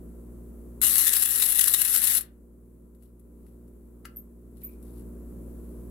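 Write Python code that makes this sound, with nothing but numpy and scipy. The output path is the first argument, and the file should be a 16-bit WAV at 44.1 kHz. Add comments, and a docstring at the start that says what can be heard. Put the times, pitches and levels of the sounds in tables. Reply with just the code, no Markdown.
"""An appliance hums over soft hiss; then a toy boat's small battery motor runs for over a second.
Its loose gear teeth strike, slap and grind, and the plastic hull rings with them.
Fingers then turn the hull over: light taps, one click, rubbing, and a few thin squeaks in the room.
The hum is made of sines, the gears and rubbing of tiny impacts, the taps of brief knocks and noise.
A gain control turns everything down while the gears are loud, so the hum sinks with them."""
import sys
import numpy as np
from scipy import signal
from scipy.fft import rfft, irfft, next_fast_len
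from scipy.io import wavfile
from scipy.ndimage import uniform_filter1d, map_coordinates

SR = 44100
rng = np.random.default_rng(int(sys.argv[2]) if len(sys.argv) > 2 else 0)


def int16_out(signal):
    """Quantize to a 16-bit WAV file."""
    q = np.round(np.clip(np.atleast_2d(signal).T, -1, 1) * 32767)
    wavfile.write(sys.argv[1], SR, q.astype(np.int16))


N = 260391
T = np.arange(N) / SR  # time of each sample in seconds

# How hard the gear teeth press as they mesh. Each row: time in seconds, relative force in dB.
MESH_FORCE = [(0.82, -23.5), (0.92, -25), (1.2, -26), (1.31, -28), (1.39, -26.5), (1.62, -27),
              (1.79, -28.5), (1.9, -28.5), (2.18, -26.5)]


def amp(db):
    """Turn decibels into a gain."""
    return 10 ** (np.asarray(db) / 20)


def unit(x):
    """Scale x to an rms of 1."""
    return x / np.sqrt(np.mean(x ** 2) + 1e-20)


def along(points, hz):
    """Read each column of a table at the frequencies hz, on a logarithmic frequency axis."""
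    f, *columns = np.transpose(points)
    return np.array([np.interp(np.log(hz + 1), np.log(f + 1), column) for column in columns])


def curves(rows):
    """Draw each column of a table as straight lines over time, one value per sample."""
    s, *columns = np.transpose(rows)
    return np.array([np.interp(T, s, column) for column in columns])


def wobble(rate):
    """Draw a smooth random curve through rate random points a second."""
    knots = rng.standard_normal(int(N * rate / SR) + 4)
    coarse = T[::16]  # every 16th sample is enough
    return np.interp(T, coarse, map_coordinates(knots, [coarse * rate]))


def filtered(x, response):
    """Multiply the spectrum of x by a response, which may be complex."""
    size = next_fast_len(N + SR // 4)
    hz = np.fft.rfftfreq(size, 1 / SR)
    return irfft(rfft(x, size) * response(hz), size)[..., :N]


def tones(lines, drift):
    """Add sines whose phase wanders slowly, the higher ones more."""
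    wander = wobble(6)
    total = 0
    for hz, db in lines:
        turns = hz * (T + drift * wander) + rng.random()
        total = total + amp(db) * np.sin(2 * np.pi * turns)
    return np.sqrt(2) * total


def background(rotor_hz=58.92, air_db=-57, flutter_db=0.5):
    """A turning motor hums at multiples of its speed, over a soft rush and a faint whine on the left."""
    # The appliance's motor. Each row: multiple of its speed, relative level in dB.
    hum_lines = [(1, -50.5), (2, -66), (3, -62.5), (4, -57.5), (5, -64.5), (6, -62), (7, -70.5), (8, -71.5),
                 (9, -77), (10, -83.5), (11, -82.5), (12, -92.5), (16, -91), (17, -87.5), (18, -97),
                 (19, -93.5), (21, -95.5), (23, -92.5)]
    # Mains hum and a slower rotor. Each row: frequency in Hz, relative level in dB.
    other_lines = [(49.1, -65.5), (120, -66.5), (196.5, -65.5), (272, -71.5), (393, -70)]
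    # Faint steady whine. Each row: frequency in Hz, relative level in dB.
    whine_lines = [(6498, -102), (7127, -102.5), (7364, -103.5), (7957, -99)]
    # Strength of hum and rush at the microphones. Each row: time in seconds, gain in dB.
    nearness = [(0, -3), (3.22, -2.5), (3.4, 0), (4.3, -0.4), (5.1, -0.86), (5.9, -0.15)]
    # Room air and microphone hiss. Each row: frequency in Hz, relative left dB, relative right dB.
    hiss_color = [(25, -88.5, -95), (70, -91, -93), (114, -99.5, -96.5), (163, -83.5, -85),
                  (268, -88.5, -87.5), (423, -89, -90), (527, -100, -92), (810, -111, -108),
                  (1200, -112, -111), (2080, -122, -123), (3200, -128, -129), (5285, -129, -131),
                  (7900, -115, -136), (9100, -116, -135), (10700, -108, -120), (12900, -114, -116),
                  (15500, -117, -116)]
    # How alike the hiss is left and right. Each row: frequency in Hz, likeness (1 is identical).
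    likeness = [(60, 0.54), (250, 0.67), (500, 0.14), (1000, 0.43), (2500, .15), (10000, .05)]

    hum = tones([(round(k) * rotor_hz, db) for k, db in hum_lines], drift=.00003)
    hum = hum + tones(other_lines, drift=.0001)

    def middle_and_side(hz):
        """Share the noise between a common middle and an opposite side."""
        angle = np.arccos(np.clip(along(likeness, hz)[0], -1, 1)) / 2
        return np.array([np.cos(angle), np.sin(angle)])

    mid, side = filtered(rng.standard_normal((2, N)), middle_and_side)
    air = np.array([mid + side, mid - side])
    air = unit(filtered(air, lambda hz: amp(along(hiss_color, hz))))
    air_gain = amp(air_db + flutter_db * wobble(4))
    whine = tones(whine_lines, drift=.00002) * np.array([[2], [0]])  # left only
    return amp(curves(nearness)) * (hum + air_gain * air) + whine


def grains(rate, scatter_db):
    """Make about rate tiny impacts a second, irregular in time and size, with an rms of 1."""
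    chance, size, side = rng.random(N), rng.standard_normal(N), rng.choice([-1, 1], N)
    impact_size = amp(scatter_db * np.clip(size, -2, 2))
    return unit((chance < rate / SR) * side * impact_size)


def scattered(impacts, t30, direct):
    """Each impact arrives directly, then scatters briefly in the open hull, differently at each side."""
    # the scatter's energy falls by 30 dB in t30 seconds
    energy = signal.lfilter([1], [1, -amp(-60 / (t30 * SR))], impacts ** 2)
    scatter = unit(np.sqrt(energy) * rng.standard_normal((2, N)))
    share = np.clip(direct, 0, 1)  # direct share of the power
    return np.sqrt(share) * impacts + np.sqrt(1 - share) * scatter


def radiated(x, band=lambda hz: 1, size=2048):
    """The hull rings after each push, never before, and sounds stronger or weaker at each pitch."""
    # What gears, frame and hull radiate. Each row: frequency in Hz, relative left dB, relative right dB.
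    hull_color = [(199, -44.5, -43.5), (700, -39, -43), (1130, -21.5, -27.5), (1500, -18, -25.5),
                  (1940, -13.5, -20), (2338, -23, -29), (2840, -12, -25.5), (3130, -19, -28),
                  (3520, -12, -26.5), (4140, -12, -28), (4647, -17, -30), (5900, -12.5, -27.5),
                  (6420, -15.5, -43), (7740, -1.5, -31.5), (7740, -4.5, -39), (9200, -3, -34),
                  (10120, 5, -12), (11600, 6, -8.5), (12200, 2, -9.5), (14200, -5, -8.5),
                  (15800, -12.5, -19.5)]
    hz = np.fft.rfftfreq(size, 1 / SR)
    # folding the cepstrum puts all the ringing after the push
    cepstrum = irfft(np.log(amp(along(hull_color, hz)) * band(hz) + 1e-6))
    cepstrum[:, 1:size // 2] *= 2
    cepstrum[:, size // 2 + 1:] = 0
    ring = irfft(np.exp(rfft(cepstrum)))
    ring = ring / np.linalg.norm(ring[0])  # unit power gain on the left
    return signal.oaconvolve(np.atleast_2d(x), ring, axes=1)[:, :N]


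def shifting(x, depth_db, size=1024):
    """The point of contact moves, so different resonances stand out for a few hundredths of a second."""
    spectrum = signal.stft(x, nperseg=size)[2]
    field = rng.standard_normal(spectrum.shape[1:])
    field = uniform_filter1d(field, size=9, axis=0)  # neighboring frequencies
    field = uniform_filter1d(field, size=4, axis=1)  # neighboring moments
    return signal.istft(spectrum * amp(depth_db * unit(field)), nperseg=size)[1][:, :N]


def drive(on_s=0.8155, off_s=2.186, spin_up_db=8, spin_up_s=0.16, coast_db_per_s=1105):
    """The motor starts at once, gains level as it spins up, and dies away very fast once off."""
    running, coasting = np.maximum(T - on_s, 0), np.maximum(T - off_s, 0)
    gain_db = -spin_up_db * np.exp(-running / spin_up_s) - coast_db_per_s * coasting
    return (T > on_s) * amp(gain_db)


def tooth_force(mesh_db=1.94, slap_db=1.0, chatter_per_s=110, chatter_db=1.24,
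                slap_peak_s=0.0022, slap_width_s=.0058):
    """Meshing force flutters with light chatter; hard slaps swell and fade on top."""
    # The gear jolts at switch-on, then at times rides up and slaps back.
    # Each row: moment of contact in seconds, relative strength in dB.
    slap_list = [(0.818, -28.5), (0.8444, -26.5), (0.8669, -22), (0.9564, -21.5), (0.9837, -23.5),
                 (0.9964, -23.5), (1.0715, -18), (1.0904, -18.5), (1.1338, -18), (1.1644, -19.5),
                 (1.2284, -21), (1.2545, -23), (1.3977, -27), (1.4232, -19), (1.5219, -24), (1.5918, -19),
                 (1.6117, -21.5), (1.6404, -20.5), (1.6786, -18.5), (1.7414, -19.5), (1.8153, -21.5),
                 (1.947, -21), (1.9594, -21), (2.0413, -21), (2.0712, -22)]
    mesh = amp(curves(MESH_FORCE)[0] + mesh_db + chatter_db * wobble(chatter_per_s))
    slaps = np.zeros(N)
    for s, db in slap_list:
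        from_peak = (T - s - slap_peak_s) / slap_width_s
        slaps += amp(db + slap_db) * np.exp(-from_peak ** 2)
    return np.hypot(mesh, slaps)


def gears(split_hz=7000, grind_hz=750, rasp_db=5.0, knock_db=-6.5, grind_db=-30,
          hardening=1.24, usual_force_db=-21):
    """Loose teeth strike in a dense stream; hard slaps knock the hull more, over a low grinding."""
    strikes = grains(rate=3000, scatter_db=0.5)
    gain = amp(wobble(220)) * drive()
    teeth = gain * scattered(strikes, t30=0.0019, direct=0.53)
    inside = gain * scattered(strikes, t30=0.0056, direct=0.35)
    sliding = gain * amp(curves(MESH_FORCE)[0]) * rng.standard_normal(N)
    force = tooth_force()
    # hull knock grows by hardening dB for each dB of force
    knock = force * (force / amp(usual_force_db)) ** (hardening - 1)

    def below(hz, edge):
        """Share of power kept below an edge in Hz."""
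        return 1 / (1 + (hz / edge) ** 16)

    bright = amp(rasp_db) * radiated(force * teeth, lambda hz: np.sqrt(1 - below(hz, split_hz)))
    dull = amp(knock_db) * radiated(knock * inside, lambda hz: np.sqrt(below(hz, split_hz)))
    grind = amp(grind_db) * radiated(sliding, lambda hz: np.sqrt(below(hz, grind_hz)))
    return shifting(bright, depth_db=1.46) + shifting(dull + grind, depth_db=2.0)


def room(x):
    """A small room answers differently at each microphone, its treble mostly dying sooner."""
    # How long the room rings. Each row: frequency in Hz, time to fall by 60 dB in seconds.
    ring_times = [(300, 0.49), (2000, .28), (8000, 0.12), (14000, 0.13)]
    hz, t, noise = signal.stft(rng.standard_normal((2, SR // 3)), SR, nperseg=256)
    decay = amp(-60 * t / along(ring_times, hz).T)
    tail = signal.istft(noise * decay, SR, nperseg=256)[1]
    tail = np.pad(tail / np.linalg.norm(tail[0]), [(0, 0), (130, 0)])  # starts 130 samples late
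    return signal.oaconvolve(np.atleast_2d(x), tail, axes=1)[:, :N]


def taps(t60=0.049, blow=12, crunch_share=0.77):
    """Each tap or slap is a clean blow on the shell and a brief crunch, different at each microphone."""
    # A last gear tooth slaps as the motor stops; later, fingers and loose parts tap the boat.
    # Each row: start in seconds, relative tick level in dB, relative shell knock level in dB.
    tap_list = [(2.209, -23.5, -59), (2.949, -58, -69), (3.024, -54.5, -66), (3.033, -55, -71),
                (3.1951, -56, -81), (3.466, -62, -61), (3.68, -60, -70), (4.047, -56, -52),
                (4.0522, -48, -38), (4.0546, -39, -36.5), (4.8266, -55.5, -70)]
    # Resonances of the plastic shell. Each row: frequency in Hz, width in Hz, relative level in dB.
    shell_modes = [(1404, 196, -6.5), (2075, 190, -11.5), (2750, 280, -15.5), (4570, 840, -20),
                   (7600, 4200, -26)]
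    ticks, knocks = np.zeros((2, N)), np.zeros((2, N))
    t = np.arange(SR // 10) / SR
    for s, tick_db, knock_db in tap_list:
        crunch = rng.standard_normal((2, len(t))) * amp(-60 * t / t60)
        start = round(s * SR)
        span = slice(start, start + len(t))
        ticks[:, span] += amp(tick_db) * crunch
        knocks[:, span] += amp(knock_db) * (blow * (t == 0) + crunch_share * crunch)

    def shell(f):
        """Add the shell's resonances with alternating sign."""
        total = 0
        for k, (center, width, db) in enumerate(shell_modes):
            damping = 1j * f * width
            total = total + (-1) ** k * amp(db) * damping / (center * center - f * f + damping)
        return total

    return radiated(ticks) + amp([[17], [13]]) * filtered(knocks, shell)


def fingers(scuff_db=-19, scuff_hz=4600):
    """Skin slips over plastic in tiny grains: a hiss from the hull and a duller scuff at the contact."""
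    # Skin slides over the hull. Each row: middle in seconds, half length in seconds, relative level in dB.
    rub_list = [(3.049, 0.03, -65.5), (3.482, 0.063, -69.5), (4.576, 0.011, -60), (4.629, 0.018, -58),
                (4.71, 0.029, -63.5), (4.883, .04, -65.5), (4.983, 0.024, -64), (5.7, 0.12, -76.5)]
    stroke = sum(amp(db) * np.exp(-.5 * ((T - s) / half) ** 2) for s, half, db in rub_list)
    skin = scattered(grains(rate=1400, scatter_db=5.5), t30=0.012, direct=0.057)
    slips = stroke * skin * amp(0.53 * wobble(33))

    def scuff(hz):
        """One broad resonance around scuff_hz."""
        return 2 / (1 + 1j * (hz / scuff_hz - scuff_hz / (hz + 1)))

    return radiated(slips) + amp(scuff_db) * filtered(slips, scuff)


def squeaks(waver_hz=190):
    """Thin, unsteady squeals swell and die at once, heard largely through the room."""
    # Each row: start in seconds, frequency in Hz, swell time in seconds, relative level in dB.
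    squeak_list = [(4.161, 12950, 0.0017, -42), (4.169, 13160, 0.0013, -33.5), (4.615, 2344, 0.011, -79),
                   (4.635, 13550, .003, -42), (4.644, 13600, 0.0019, -38.5), (4.675, 2400, 0.0051, -76),
                   (4.715, 2410, 0.0066, -84)]
    out = np.zeros(N)
    for s, hz, swell, db in squeak_list:
        u = np.maximum(T - s, 0) / swell
        envelope = u * np.exp(1 - u)  # peaks after one swell time
        phase = 2 * np.pi * np.cumsum(hz + waver_hz * wobble(1100)) / SR
        out += amp(db) * envelope * np.sin(phase)
    return out * amp([[2], [4]]) + amp(7.5) * room(out)


def scene():
    """The boat is close to the left microphone; once turned over, more of its sound comes by the room."""
    motor = gears()
    handling = taps() + fingers()
    room_feed = motor * amp([[-12], [-5]]) + handling * amp([[-9], [-5]])
    return background() + motor + handling + room(room_feed) + squeaks()


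def gain_control(x, lift_db=8, threshold_db=-36, hold_s=2.2, attack_db_per_s=32,
                 release_db_per_s=13.0, size=441):
    """Quiet passages are lifted; a loud sound pulls the lift down, and it returns after a hold."""
    blocks = x[:, :N // size * size].reshape(2, -1, size)
    power = np.mean(blocks ** 2, axis=(0, 2))
    excess = np.clip(10 * np.log10(power + 1e-12) - threshold_db, 0, lift_db)
    step, cut = size / SR, [0]
    for k in range(len(excess)):
        wanted = excess[max(0, k - int(hold_s / step)):k + 1].max()  # loudest block within the hold
        change = np.clip(wanted - cut[-1], -release_db_per_s * step, attack_db_per_s * step)
        cut.append(cut[-1] + change)
    return x * amp(lift_db - np.interp(T, np.arange(len(cut)) * step, cut))


def record(dry, top_hz=15830):
    """Ride the gain, round off the highest peaks and remove the treble above top_hz."""
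    x = gain_control(dry)
    rounded = x / (1 + np.abs(x / .85) ** 6) ** (1 / 6)
    return filtered(rounded, lambda hz: np.clip((top_hz - hz) / 250 + .5, 0, 1))


dry = scene()
out = record(dry)
int16_out(out)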